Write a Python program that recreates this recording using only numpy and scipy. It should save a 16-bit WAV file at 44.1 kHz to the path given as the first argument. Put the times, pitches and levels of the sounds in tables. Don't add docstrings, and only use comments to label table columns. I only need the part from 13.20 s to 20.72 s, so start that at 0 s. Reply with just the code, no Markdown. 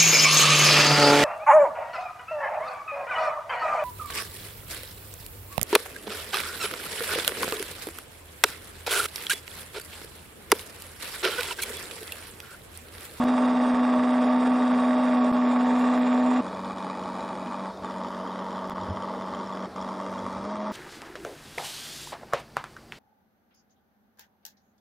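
import sys
import numpy as np
from scipy import signal
from scipy.fft import rfft, irfft
from scipy.io import wavfile
from scipy.ndimage import uniform_filter1d

SR = 44100
rng = np.random.default_rng(int(sys.argv[2]) if len(sys.argv) > 2 else 0)


def field_ratio(decibels):
    return 10 ** (np.asarray(decibels, dtype=float) / 20)


def store_pcm(level_fs):
    pcm = np.round(np.clip(level_fs, -1, 1) * 32767).astype(np.int16)
    wavfile.write(sys.argv[1], SR, np.atleast_2d(pcm).T)


N = 331632
CUT_S = 3.2066
FAST, SLOW = 0, 1

# multiple_of_shaft_speed, level_db (re hum)
FAST_TONES = [(9.02, -24.5), (12, 1.5), (14.05, -26), (14.99, -25.5), (20.27, -26), (20.67, -24),
              (24.123, -19.5), (29.95, -23.5), (33.54, -24), (36, -15.5), (26.8, -26), (29.4, -36.5),
              (30, -14), (39.4, -33), (41.5, -30), (44.7, -30), (47.3, -44), (52.6, -33.5), (52.6, -23.5),
              (55.37, -22), (43.86, -17.5), (54.22, -16.5), (57.65, -20.5)]
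SLOW_TONES = [(12, 2), (15, -5.5), (18, -13.5), (24, -28), (30, -16.5), (36, -7.5), (39, -9.5), (41, -8),
              (54, -21), (57, -9.5), (60, -9.5), (66, -13), (72, -15)]
FAST_POLES_DB = [1, -1.5, -3.5, 0, -5, 4, 1, -3, 8, -4.5, 7.5, -8.5]
SLOW_POLES_DB = [0, -15.5, -1.5, -11, 0.5, -17.5, -0.5, -10, 2, -9, -2, -22]
# start_s, peak_db
FAST_HARD = [(0.1801, -22), (0.2279, -25.5), (0.2504, -28.5), (0.3247, -29), (0.333, -28), (0.4495, -25.5),
             (0.4978, -28), (0.4978, -26), (0.538, -27), (0.5702, -25), (0.5944, -24), (0.7387, -23),
             (0.7888, -27.5), (0.8845, -25), (0.9242, -24.5), (0.9566, -24.5), (1.078, -24.5), (1.102, -26),
             (1.166, -27.5), (1.2217, -27), (1.222, -23), (1.318, -25), (1.358, -26), (1.4138, -30),
             (1.414, -27.5), (1.4621, -27), (1.513, -27.5), (1.562, -28), (1.5877, -22.5), (1.6355, -22),
             (1.6838, -23), (1.7076, -21.5), (1.74, -25), (1.7794, -27), (1.8518, -28), (1.9246, -25),
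             (1.9722, -23), (2.0217, -25.5), (2.0297, -26), (2.0698, -28), (2.175, -25), (2.2149, -24.5),
             (2.3046, -26.5), (2.4587, -23), (2.506, -24.5), (2.5287, -29), (2.6026, -35), (2.6026, -26),
             (2.672, -26), (2.7278, -27.5), (2.7764, -23), (2.7841, -26.5), (2.824, -27), (2.848, -25),
             (2.8804, -33), (2.8797, -25.5), (2.9687, -30), (3.065, -25.5), (3.1612, -24.5), (3.1703, -24)]
SLOW_HARD = [(3.435, -27.5), (3.508, -25.5), (3.572, -26), (3.625, -25), (3.667, -24), (3.699, -22),
             (3.826, -27), (3.858, -25.5), (3.889, -24.5), (3.953, -25), (4.079, -24), (4.13, -26),
             (4.332, -25.5), (4.395, -28), (4.457, -24), (4.646, -21), (4.709, -24), (4.825, -32),
             (4.926, -26), (5.0, -26), (5.064, -25), (5.158, -24.5), (5.19, -24.5), (5.317, -26.5),
             (5.349, -28), (5.38, -24.5), (5.443, -23), (5.506, -26), (5.559, -27), (5.57, -26),
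             (5.581, -24), (5.602, -26), (5.771, -23.5), (5.822, -24.5), (5.886, -26), (5.938, -26),
             (5.948, -25), (6.011, -23), (6.074, -25), (6.137, -22.5), (6.19, -31), (6.199, -23.5),
             (6.325, -27), (6.372, -23), (6.414, -31), (6.456, -24), (6.55, -14), (6.561, -24),
             (6.645, -25), (6.677, -26), (6.688, -23.5), (6.801, -22.5), (6.864, -24), (6.927, -28),
             (6.927, -24.5), (7.053, -26), (7.064, -22), (7.356, -24.5), (7.403, -26), (7.469, -27)]
# time_s, hum_pitch_hz (12 x shaft)
HUNTING = [(0.0, 241.93), (0.08, 249.8), (0.2, 249.65), (0.45, 248.05), (0.65, 248.04), (0.85, 248.37),
           (1.1, 248.84), (1.3, 250.25), (1.45, 249.16), (1.55, 247.92), (1.8, 250.1), (1.95, 247.67),
           (2.1, 247.26), (2.3, 246.85), (2.55, 248.56), (2.75, 248.6), (2.95, 248.63), (3.2, 250.94)]
# time_s, lead_cycles (of the hum)
SLOW_LEAD = [(3.15, -.25), (3.4, -.68), (3.8, -.9), (4.0, -1.15), (4.1, -1.07), (4.28, -1.42), (4.6, -.68),
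             (4.8, -.78), (5.1, -1.18), (5.3, -1.32), (5.4, -1.2), (5.72, -1.53), (6.05, -1.04),
             (6.15, -1.1), (6.3, -.75), (6.75, -.55), (6.88, -.2), (7.16, -.24)]
SLIPS_S = [.4, 1.52, 2.65, 4.87, 6.35]
# start_s, length_s, hum_db, rattle_db
STALLS = [
    (3.292, 0.033, -7, -3),
    (4.508, 0.11, -10.5, -16),
    (6.459, .094, -14.5, -27),
]
# centre_hz, width_hz, fast_early_db, fast_late_db, slow_early_db, slow_late_db
HOUSING = [(261.4, 107, 10.5, 8.5, 7, 8), (475, 24, 6, 14, 2.5, -1.5), (667, 140, 4.5, 5, 6.5, 16),
           (708.5, 41.6, -15.5, -12.5, -12.5, -40), (878, 140, 5.5, 7.5, 9, 8),
           (1008, 27, -0.5, 4, -20, -4.5), (1164, 360, 7.5, 6.5, 9, 12.5), (1890, 430, 4, 5.5, 5.5, 7),
           (2430, 200, 4.5, 9, 8, 4), (2757, 69, 10, 10.5, -27, -1.5), (3450, 460, 12, 11, 0.5, 12),
           (3786, 150, 16, 8, 8, 13.5), (4020, 480, -9, 2, 0, -19.5), (4740, 690, 7, 3.5, 5, 9),
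           (5420, 300, 4.5, 4.5, 2, 10), (7086, 980, 8, 13, 14, 12.5), (8036, 200, 10.5, 11, 2, 2),
           (8810, 810, 13, 10.5, 14.5, 13.5), (9830, 410, 7, 7.5, 12, 0)]
# centre_hz, width_hz, early_db, late_db, last_db
SHADES = [(480, 100, -8.5, 4, -1.5), (754, 60, 1.5, 0.5, -6), (1150, 180, 0, 0, 1), (2070, 70, -6, 4.5, 6),
          (2350, 180, 4.5, -3, 6.5), (2520, 120, 3.5, -7, -4), (2800, 35, 2, 10.5, 13),
          (2884, 74, 4, -12, -11), (3036, 87, 12, 7, -7), (3110, 170, -8.5, 6.5, 6.5),
          (3390, 160, 9.5, 0.5, 1), (3600, 120, -6, -3, -17), (3866, 100, 3, 4.5, 12),
          (4070, 120, 0, -13, -9), (5630, 200, -5, 5, 5), (6000, 320, -6, -12, 6.5), (6400, 300, 1, 3, 6),
          (7000, 370, -0.5, -2.5, 0.5), (7360, 200, -7, -3, -1), (8060, 240, 1, -1, 5),
          (8580, 200, 4, -8, 7), (9230, 440, 3, 7, 7.5)]
# pitch_hz, level_db (per Hz)
FAST_SLOPE = [(60, -75), (100, -69.5), (190, -25.5), (250, -13), (350, -34.5), (620, -9), (1150, -21.5),
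              (1500, -25), (3000, -37.5), (6000, -43.5), (9000, -50), (10500, -48), (12000, -71),
              (15000, -82.5)]
SLOW_SLOPE = [(59, -51), (100, -44.5), (134, -15.5), (186, -3), (305, -5), (568, -10), (728, -11.5),
              (933, -6), (2520, -29.5), (3890, -31), (14000, -61)]
# from_s, to_s
TURNING = [
    (1.7, 2.6),
    (4.3, 5),
]
# pitch_hz, side_re_mid_db
LEAN = [(300, -58), (600, -34.5), (900, -17.5), (1200, -13.5), (1800, -14.5), (2700, -20), (4200, -19),
        (6500, -17.5), (12000, -20.5)]
# start_s, peak_db, ring_hz
TICKS = [(3.2809, -38.5, 3520), (3.3463, -38.5, 3500), (3.4466, -36.5, 3500), (3.5833, -37, 3480),
         (3.6257, -37, 3500), (3.7, -37.5, 3860), (3.7943, -40, 3340), (3.8367, -36, 3030),
         (3.8891, -40, 3890), (4.0063, -35, 3880), (4.0906, -40, 3820), (4.2712, -39, 3010),
         (4.3331, -42, 2940), (4.3954, -42, 3780), (4.4473, -47, 3510), (4.5014, -47, 5080),
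         (4.572, -42, 3620), (4.6563, -39, 3620), (4.6992, -42, 5560), (4.7092, -46, 2800),
         (4.7092, -46, 3520), (4.7825, -43, 3890), (4.8354, -42, 3750), (4.8843, -39, 3700),
         (4.9157, -43, 3080), (5.0744, -38, 3210), (5.1918, -39, 3110), (5.3068, -39, 3100),
         (5.3268, -38, 3040), (5.3587, -39, 3380), (5.5064, -36, 3390), (5.6116, -37, 3600),
         (5.6341, -39, 3290), (5.6984, -39, 3260), (5.7617, -40, 3150), (5.8232, -35, 3160),
         (6.0107, -43, 3110), (6.0202, -40, 3580), (6.1472, -33, 3210), (6.19, -48, 3330),
         (6.1887, -40, 5700), (6.2098, -41, 3450), (6.2617, -40, 3440), (6.2714, -42, 5420),
         (6.324, -38, 3420), (6.3344, -41, 3350), (6.3732, -43, 3070), (6.4033, -40, 3270),
         (6.4243, -40, 3380), (6.4453, -41, 3280), (6.561, -38, 3280), (6.6129, -39, 5490),
         (6.6233, -38, 3380), (6.6453, -46, 3360), (6.688, -41, 5530), (6.8114, -39, 3300),
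         (6.863, -39, 3290), (6.9481, -42, 3720), (6.981, -40, 3310), (6.99, -34, 3360)]
# ring_hz, level_db
TICK_RINGS = [(3350, -12.5), (5500, -8.5), (7050, -10)]
# ring_hz, level_db
THUD_RINGS = [(1135, 2), (887, 2.5), (1890, -13)]
# centre_s, level_db, pitch_hz, half_length_s, spread_hz
CHIRPS = [
    (2.122, -60, 11400, .012, 1410),
    (2.14, -68, 11500, .02, 150),
    (2.598, -64, 11500, .016, 200),
    (2.698, -76, 11750, .02, 30),
    (2.793, -64, 11500, .018, 200),
    (4.49, -52, 3600, .006, 150),
    (4.537, -55, 3750, .012, 150),
    (4.598, -56, 3800, .01, 150),
    (4.668, -56, 3600, .008, 150),
]
# pitch_hz, level_db (per Hz)
AIR = [(40, -37.5), (100, -14), (250, -4.5), (500, 3), (900, -4), (1300, -6.5), (2000, -20.5), (2800, -28),
       (3700, -22.5), (5000, -23), (7000, -35), (10000, -36.5), (15500, -49.5)]
# centre_s, above_breeze_db, half_length_s
GUSTS = [
    (0.033, 21, 0.15),
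    (0.784, 15, 0.054),
    (1.55, 10, 0.046),
    (3.04, 11, 0.044),
    (5.702, 18, 0.1),
    (7.04, 9, 0.099),
    (7.2, 10, 0.066),
]
# centre_s, level_db, pitch_hz, half_length_s
THUMPS = [
    (5.627, -42.5, 94.5, 0.032),
    (5.69, -37, 80, .01),
    (5.7068, -34, 190, 0.0052),
    (5.716, -29, 89.5, 0.023),
]
# pitch_hz, threshold_db (re loudness)
MASK = [(300, -92.5), (3000, -86), (5000, -61), (6500, -49.5), (9000, -51), (11000, -54), (16000, -60)]
# pitch_hz, threshold_db
SIDE_MASK = [(100, 36), (600, 29), (3000, -23), (5000, -4), (7000, -10.5)]
# start_s, depth (0-1), recovery_s, pop_db, pop_length_s
SNAPS = [
    (0.0403, 0.92, 0.0073, -19, 0.00022),
    (0.047, 0, .002, -31, 0.00035),
    (5.475, 0.01, .002, -35, .0002),
    (2.1165, 0.89, 0.0095, -30, 0.0023),
    (5.498, 1, 0.0065, -24, 0.00018),
    (6.916, 0.5, 0.0022, -35, 0.00029),
]
POPS = [
    (0.539, 0.21, 0.003, -26, 0.0016),
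    (3.539, 0.39, 0.022, -43, .003),
    (5.539, 0.96, 0.008, -45, 0.0029),
]

FAST_HUM_DB, FAST_RATTLE_DB = -23.5, -31
SLOW_HZ, SLOW_HUM_DB, SLOW_RATTLE_DB = 190, -42.5, -37
FIRST_CYCLE, KNOCK_LAG = (0, 10.5), (.65, .25)
SLIP_KNOCKS = 5
KNOCK_SWELL_DB = .9
KNOCK_SKIRT_DB = (-14, -11)
HARD_GAIN_DB = (34, 29.5)
HARD_SCRAPE_DB, HARD_LAG_S = -6, .0004
BRUSH_DB = (-2, -2.5)
STALL_WHIRR, WHIRR_HZ = .3, 2600
LAST_TURN_S = (5.95, 7)
RUN_UP_S, RUN_UP_DB, RUN_UP_RATTLE_DB = 0.19, 21, 1
STALL_FALL_S, STALL_CATCH_S, CATCH_KICK_DB, KICK_S = 0.0069, 0.0067, -1, 0.037
SPEED_UP_S, SPEED_UP_RISE_S, SPEED_UP_HZ, SPEED_UP_DB = 7.16, 0.16, 20, 4.5
SURGE_DB, SURGE_RISE_S = -2.5, .06
THUD_DB, THUD_T60_S, THUD_RISE_S = -4.5, 0.0222, 0.00086
TICK_DB, TICK_T60_S, TICK_RISE_S = -6.5, 0.018, 0.00076
AIR_DB = -41.5
WIND_DB, WIND_LUMPS_DB, WIND_LUMPS_HZ = (-69, -59.5), -0.5, 21
CEILING, SELF_NOISE_DB = 0.36, -74
SWAY_DB, SWAY_HZ = 1.2, 25.3
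LAST_MASK_S, LAST_MASK_RISE_S, LAST_MASK_DB = 7.23, 0.052, 6
BAND_KEEP_DB = -3
SNAP_RISE_PER_S, POP_RISE_S = 36, .0011


def evened(x):
    return x / np.sqrt(np.mean(x ** 2) + 1e-20)


def read(points, hz):
    f, value = np.transpose(points)
    return np.interp(np.log(hz + 1), np.log(f + 1), value)


def peaks(table, hz):
    f, width, *levels_db = np.transpose(table)
    shapes = 1 / (1 + (2 * (hz[:, None] - f) / width) ** 2)
    return [shapes @ db for db in levels_db]


def colour(x, db):
    log_gain = np.log(field_ratio(np.maximum(db, -100)))
    circle = np.concatenate([log_gain, log_gain[-2:0:-1]])
    taps = np.fft.ifft(np.exp(np.conj(signal.hilbert(circle)))).real
    return signal.oaconvolve(x, taps[:2000])[:len(x)]


def swell_and_die(x, fall):
    return signal.lfilter([1], [1, -2 * fall, fall ** 2], x)


def drift(hz, t):
    walk = swell_and_die(rng.standard_normal(9000), np.exp(-hz / 1000))[1000:]
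    return np.interp(t, np.arange(8000) / 1000, evened(walk))


def ramp(t, start, length):
    return np.clip((t - start) / length, 0, 1)


def motor(run, effort, tones, poles_db, slope, hard, spread_db, click_db, burst_db, burst_s,
          knock_hz, knock_octaves, waver_db):
    start, stop = [(0, int(3.3 * SR)), (int(3.15 * SR), N)][run]
    t = np.arange(start, stop) / SR
    pitch_hz, hum_db, rattle_db = effort(t)
    turns = (FIRST_CYCLE[run] + np.cumsum(pitch_hz) / SR) / 12
    clicks, scrapes = knock_trains(run, t, turns, poles_db, spread_db, hard)
    burst = swell_and_die(scrapes, np.exp(-1 / (burst_s * SR))) * rng.standard_normal(len(t))
    blow = field_ratio(burst_db) * evened(burst) + field_ratio(click_db) * evened(clicks)
    octaves = np.log2((np.fft.rfftfreq(4096, 1 / SR) + 1) / knock_hz)
    blow = colour(blow, KNOCK_SKIRT_DB[run] * np.log10(1 + (octaves / knock_octaves) ** 2))
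    grind, whirr = brushes(run, t)
    usual_db = np.median(rattle_db)
    dip_db = rattle_db - usual_db
    drive = (grind + blow) * field_ratio(dip_db) + whirr * field_ratio(STALL_WHIRR * dip_db)
    rattle = field_ratio(usual_db) * housing(run, t, slope, drive)
    shaft = np.sqrt(2) * field_ratio(hum_db) * hum(t, turns, tones, waver_db)
    return np.pad(shaft + rattle, (start, N - stop))


def hum(t, turns, tones, waver_db):
    surge = field_ratio(SURGE_DB) * ramp(t, SPEED_UP_S, SURGE_RISE_S)
    out = -surge * np.sin(2 * np.pi * 36 * turns)
    for multiple, db in tones:
        overtone = round(multiple / 12)
        if abs(multiple - 12 * overtone) < .2:
            level = field_ratio(db + .35 * overtone ** 1.4 * drift(60, t))
            cycles = 12 * overtone * turns + (overtone - 1) / 4
        else:
            level = field_ratio(db + 0.96 * waver_db * drift(70, t))
            cycles = multiple * turns + rng.random() + 0.069 * drift(40, t)
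        yields = overtone != 1 or multiple > 12.2
        out += (1 - surge * yields) * level * np.sin(2 * np.pi * cycles)
    return out


def knock_trains(run, t, turns, poles_db, spread_db, hard):
    slot = np.floor(12 * turns - KNOCK_LAG[run]).astype(int)
    step = np.flatnonzero(np.diff(slot)) + 1
    slips = np.searchsorted(SLIPS_S, t[step]) - np.searchsorted(SLIPS_S, t[0])
    count = slot[step] + SLIP_KNOCKS * slips
    luck = rng.uniform(-1, 1, (N // 150, 2))[:len(step)]
    size_db = np.take(poles_db, count % len(poles_db)) + spread_db * luck[:, 0]
    size_db += KNOCK_SWELL_DB * drift(35, t[step])
    at = step + (16.0 * luck[:, 1]).astype(int)
    hard_s, hard_db = np.transpose(hard)
    nearest = abs(t[step] - hard_s[:, None]).argmin(axis=1)
    size_db[nearest] = hard_db + HARD_GAIN_DB[run]
    at[nearest] = (hard_s + HARD_LAG_S) * SR - int(round(t[0] * SR))
    at = np.clip(at, 0, len(t) - 1)
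    clicks, scrapes = np.zeros((2, len(t)))
    clicks[at] = field_ratio(size_db)
    size_db[nearest] += HARD_SCRAPE_DB
    scrapes[at] = field_ratio(size_db)
    return clicks, scrapes


def brushes(run, t):
    noise = rng.standard_normal(len(t)) * field_ratio(BRUSH_DB[run] + 1.9 * drift(250, t))
    high = signal.butter(2, WHIRR_HZ, "high", fs=SR, output="sos")
    whirr = signal.sosfiltfilt(high, noise)
    return noise - whirr, whirr


def housing(run, t, slope, drive):
    hz = np.fft.rfftfreq(4096, 1 / SR)
    views = [read(slope, hz) + db for db in peaks(HOUSING, hz)[2 * run:2 * run + 2]]
    if run == SLOW:
        views = [view + db for view, db in zip(views + views[1:], peaks(SHADES, hz))]
    early, late, *last = (evened(colour(drive, view)) for view in views)
    if run == SLOW:
        late = late + np.interp(t, LAST_TURN_S, [0, 1]) * (last[0] - late)
    swing = np.interp(t, TURNING[run], [0, 1])
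    return (1 - swing) * early + swing * late


def fast_run(t):
    return np.interp(t, *np.transpose(HUNTING)), FAST_HUM_DB, FAST_RATTLE_DB


def slow_run(t):
    up = ramp(t, SPEED_UP_S, SPEED_UP_RISE_S)
    lead = uniform_filter1d(np.interp(t, *np.transpose(SLOW_LEAD)), size=2000)
    pitch_hz = SLOW_HZ + SR * np.gradient(lead) + SPEED_UP_HZ * up
    hum_db, rattle_db = SLOW_HUM_DB + SPEED_UP_DB * up, SLOW_RATTLE_DB
    for start, length, hum_dip_db, rattle_dip_db in STALLS:
        caught = ramp(t, start + length, STALL_CATCH_S)
        strain = length * (ramp(t, start - RUN_UP_S, RUN_UP_S) - caught)
        dip = ramp(t, start, STALL_FALL_S) - caught
        kick_db = CATCH_KICK_DB * caught * (1 - ramp(t, start + length, KICK_S))
        hum_db = hum_db + RUN_UP_DB * strain + hum_dip_db * dip
        rattle_db = rattle_db + rattle_dip_db * dip + kick_db + RUN_UP_RATTLE_DB * strain
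    return pitch_hz, hum_db, rattle_db


def thuds():
    train, t = np.zeros(N), np.arange(1500) / SR
    s, peak_db = np.transpose(SLOW_HARD)
    train[(s * SR).astype(int)] = field_ratio(peak_db + THUD_DB)
    rattle_db = slow_run(np.arange(N) / SR)[2]
    train *= field_ratio(np.minimum(rattle_db - SLOW_RATTLE_DB, 0))
    shape = (1 - np.exp(-t / THUD_RISE_S)) * field_ratio(-60 * t / THUD_T60_S)
    ring = shape * sum(field_ratio(db) * np.sin(2 * np.pi * f * t) for f, db in THUD_RINGS)
    return signal.oaconvolve(train, -ring / abs(ring).max())[:N]


def ticks():
    out, t = np.zeros(N), np.arange(1500) / SR
    shape = (1 - np.exp(-t / TICK_RISE_S)) * field_ratio(-60 * t / TICK_T60_S)
    shape /= shape.max()
    for s, peak_db, ring_hz in TICKS:
        modes = [(ring_hz, 0)] + list(TICK_RINGS)
        ring = sum(field_ratio(db) * np.sin(2 * np.pi * (f * t + rng.random())) for f, db in modes)
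        out[int(s * SR):][:len(t)] += field_ratio(peak_db + TICK_DB) * shape * ring
    return out


def chirps():
    out, t = np.zeros(N), np.arange(-3000, 3000) / SR
    for s, db, pitch_hz, half, spread_hz in CHIRPS:
        luck = rng.uniform(-1, 1, (2, 5, 1))
        pitches = pitch_hz + spread_hz * luck[0]
        bunch = np.sin(2 * np.pi * pitches * t + np.pi * luck[1]).sum(0) / 2
        out[int(s * SR) - len(t) // 2:][:len(t)] += field_ratio(db) * np.exp(-(t / half) ** 2) * bunch
    return out


def open_air():
    frames, hz = N // 256 + 5, np.fft.rfftfreq(1024, 1 / SR)
    a, b, c, d, patches = rng.standard_normal((frames, 513, 5)).T
    patches = evened(uniform_filter1d(uniform_filter1d(patches, 12, 0), 10, 1))
    apart_db = np.interp(hz, [500, 5000, 8000, 12000], [-40.0, -18.5, -8.5, -9.0])
    apart = field_ratio(apart_db)[:, None] * (c + 1j * d)
    z = np.array([a + 1j * b + apart, a + 1j * b - apart])
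    z = z * field_ratio(read(AIR, hz)[:, None] + 1.8 * patches)
    return field_ratio(AIR_DB) * evened(signal.istft(z, nperseg=1024, noverlap=768)[1][:, :N])


def wind():
    t = np.arange(N) / SR
    band = signal.butter(3, [65, 115], "band", fs=SR, output="sos")
    rumble = signal.sosfilt(band, rng.standard_normal(N))
    gusts_db = sum(db * np.exp(-((t - s) / half) ** 2) for s, db, half in GUSTS)
    level_db = np.where(t < CUT_S, *WIND_DB) + gusts_db + WIND_LUMPS_DB * drift(WIND_LUMPS_HZ, t)
    out = field_ratio(level_db) * evened(rumble)
    for s, db, pitch_hz, half in THUMPS:
        out += field_ratio(db) * np.exp(-((t - s) / half) ** 2) * np.sin(2 * np.pi * pitch_hz * (t - s))
    return out


def scene():
    fast = motor(FAST, fast_run, FAST_TONES, FAST_POLES_DB, FAST_SLOPE, FAST_HARD, spread_db=1.4,
                 click_db=0.96, burst_db=0.68, burst_s=0.00082, knock_hz=1780, knock_octaves=0.51, waver_db=2.6)
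    slow = motor(SLOW, slow_run, SLOW_TONES, SLOW_POLES_DB, SLOW_SLOPE, SLOW_HARD, spread_db=1.8,
                 click_db=0.0, burst_db=0.0, burst_s=0.00096, knock_hz=5200, knock_octaves=1.7, waver_db=3.3)
    t = np.arange(N) / SR
    side = irfft(rfft(fast) * field_ratio(read(LEAN, np.fft.rfftfreq(N, 1 / SR))), N)
    side *= 1 + 0.78 * drift(900, t)
    change = ramp(t, CUT_S, .0012)
    motors = (1 - change) * np.array([fast - side, fast + side]) + change * slow
    return motors + open_air() + wind() + ticks() + thuds()


def masked(x):
    hz, frame_s, z = signal.stft([x[0] + x[1], x[0] - x[1]], SR, "cosine", nperseg=2048, noverlap=1024)
    loudness = np.sqrt((abs(z[0]) ** 2).sum(0)) ** 1.274
    wander = np.repeat(rng.standard_normal((z.shape[2], 65, 2)).T, 16, axis=1)[:, :1025]
    threshold_db = wander * [[[3.0]], [[6.0]]] + [[[0.0]], [[-3.0]]]
    threshold_db += SWAY_DB * drift(SWAY_HZ, frame_s)
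    threshold_db += LAST_MASK_DB * ramp(frame_s, LAST_MASK_S, LAST_MASK_RISE_S)
    threshold_db[1] += read(SIDE_MASK, hz)[:, None]
    threshold = field_ratio(read(MASK, hz)[:, None] + threshold_db) * loudness
    power = (abs(z[:, :1024]) ** 2).reshape(2, 64, 16, -1).mean(2)
    band = np.sqrt(power).repeat(16, axis=1)
    z[:, :1024] *= band > field_ratio(BAND_KEEP_DB) * threshold[:, :1024]
    z *= abs(z) > threshold
    mid, side = signal.istft(z, SR, "cosine", nperseg=2048, noverlap=1024)[1][:, :N] / 2
    return np.array([mid + side, mid - side])


def drop_out(x, event, rise_s):
    s, depth, recovery_s, pop_db, length = event
    near = slice(int(s * SR), int(s * SR) + SR // 10)
    after = np.maximum((np.arange(N) / SR)[near] - s, 0)
    mute = np.sin(np.pi / 2 * ramp(after, 0, 0.0003)) ** 2 * np.exp(-(after / recovery_s) ** 2)
    pop = np.sin(np.pi / 2 * ramp(after, 0, rise_s)) ** 2 * np.exp(-after / length)
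    x[:, near] *= 1 - depth * mute
    x[:, near] += field_ratio(pop_db) * pop


def top_cut(x):
    return signal.sosfilt(signal.butter(12, 15810, fs=SR, output="sos"), x)


def record(dry):
    limited = CEILING * np.tanh(dry / CEILING)
    mix = masked(limited + field_ratio(SELF_NOISE_DB) * rng.standard_normal(N))
    mix = mix + chirps()
    for snap in SNAPS:
        drop_out(mix, snap, SNAP_RISE_PER_S * snap[-1] ** 2)
    for pop in POPS:
        drop_out(mix, pop, POP_RISE_S)
    return top_cut(mix)


dry = scene()
out = record(dry)
store_pcm(out)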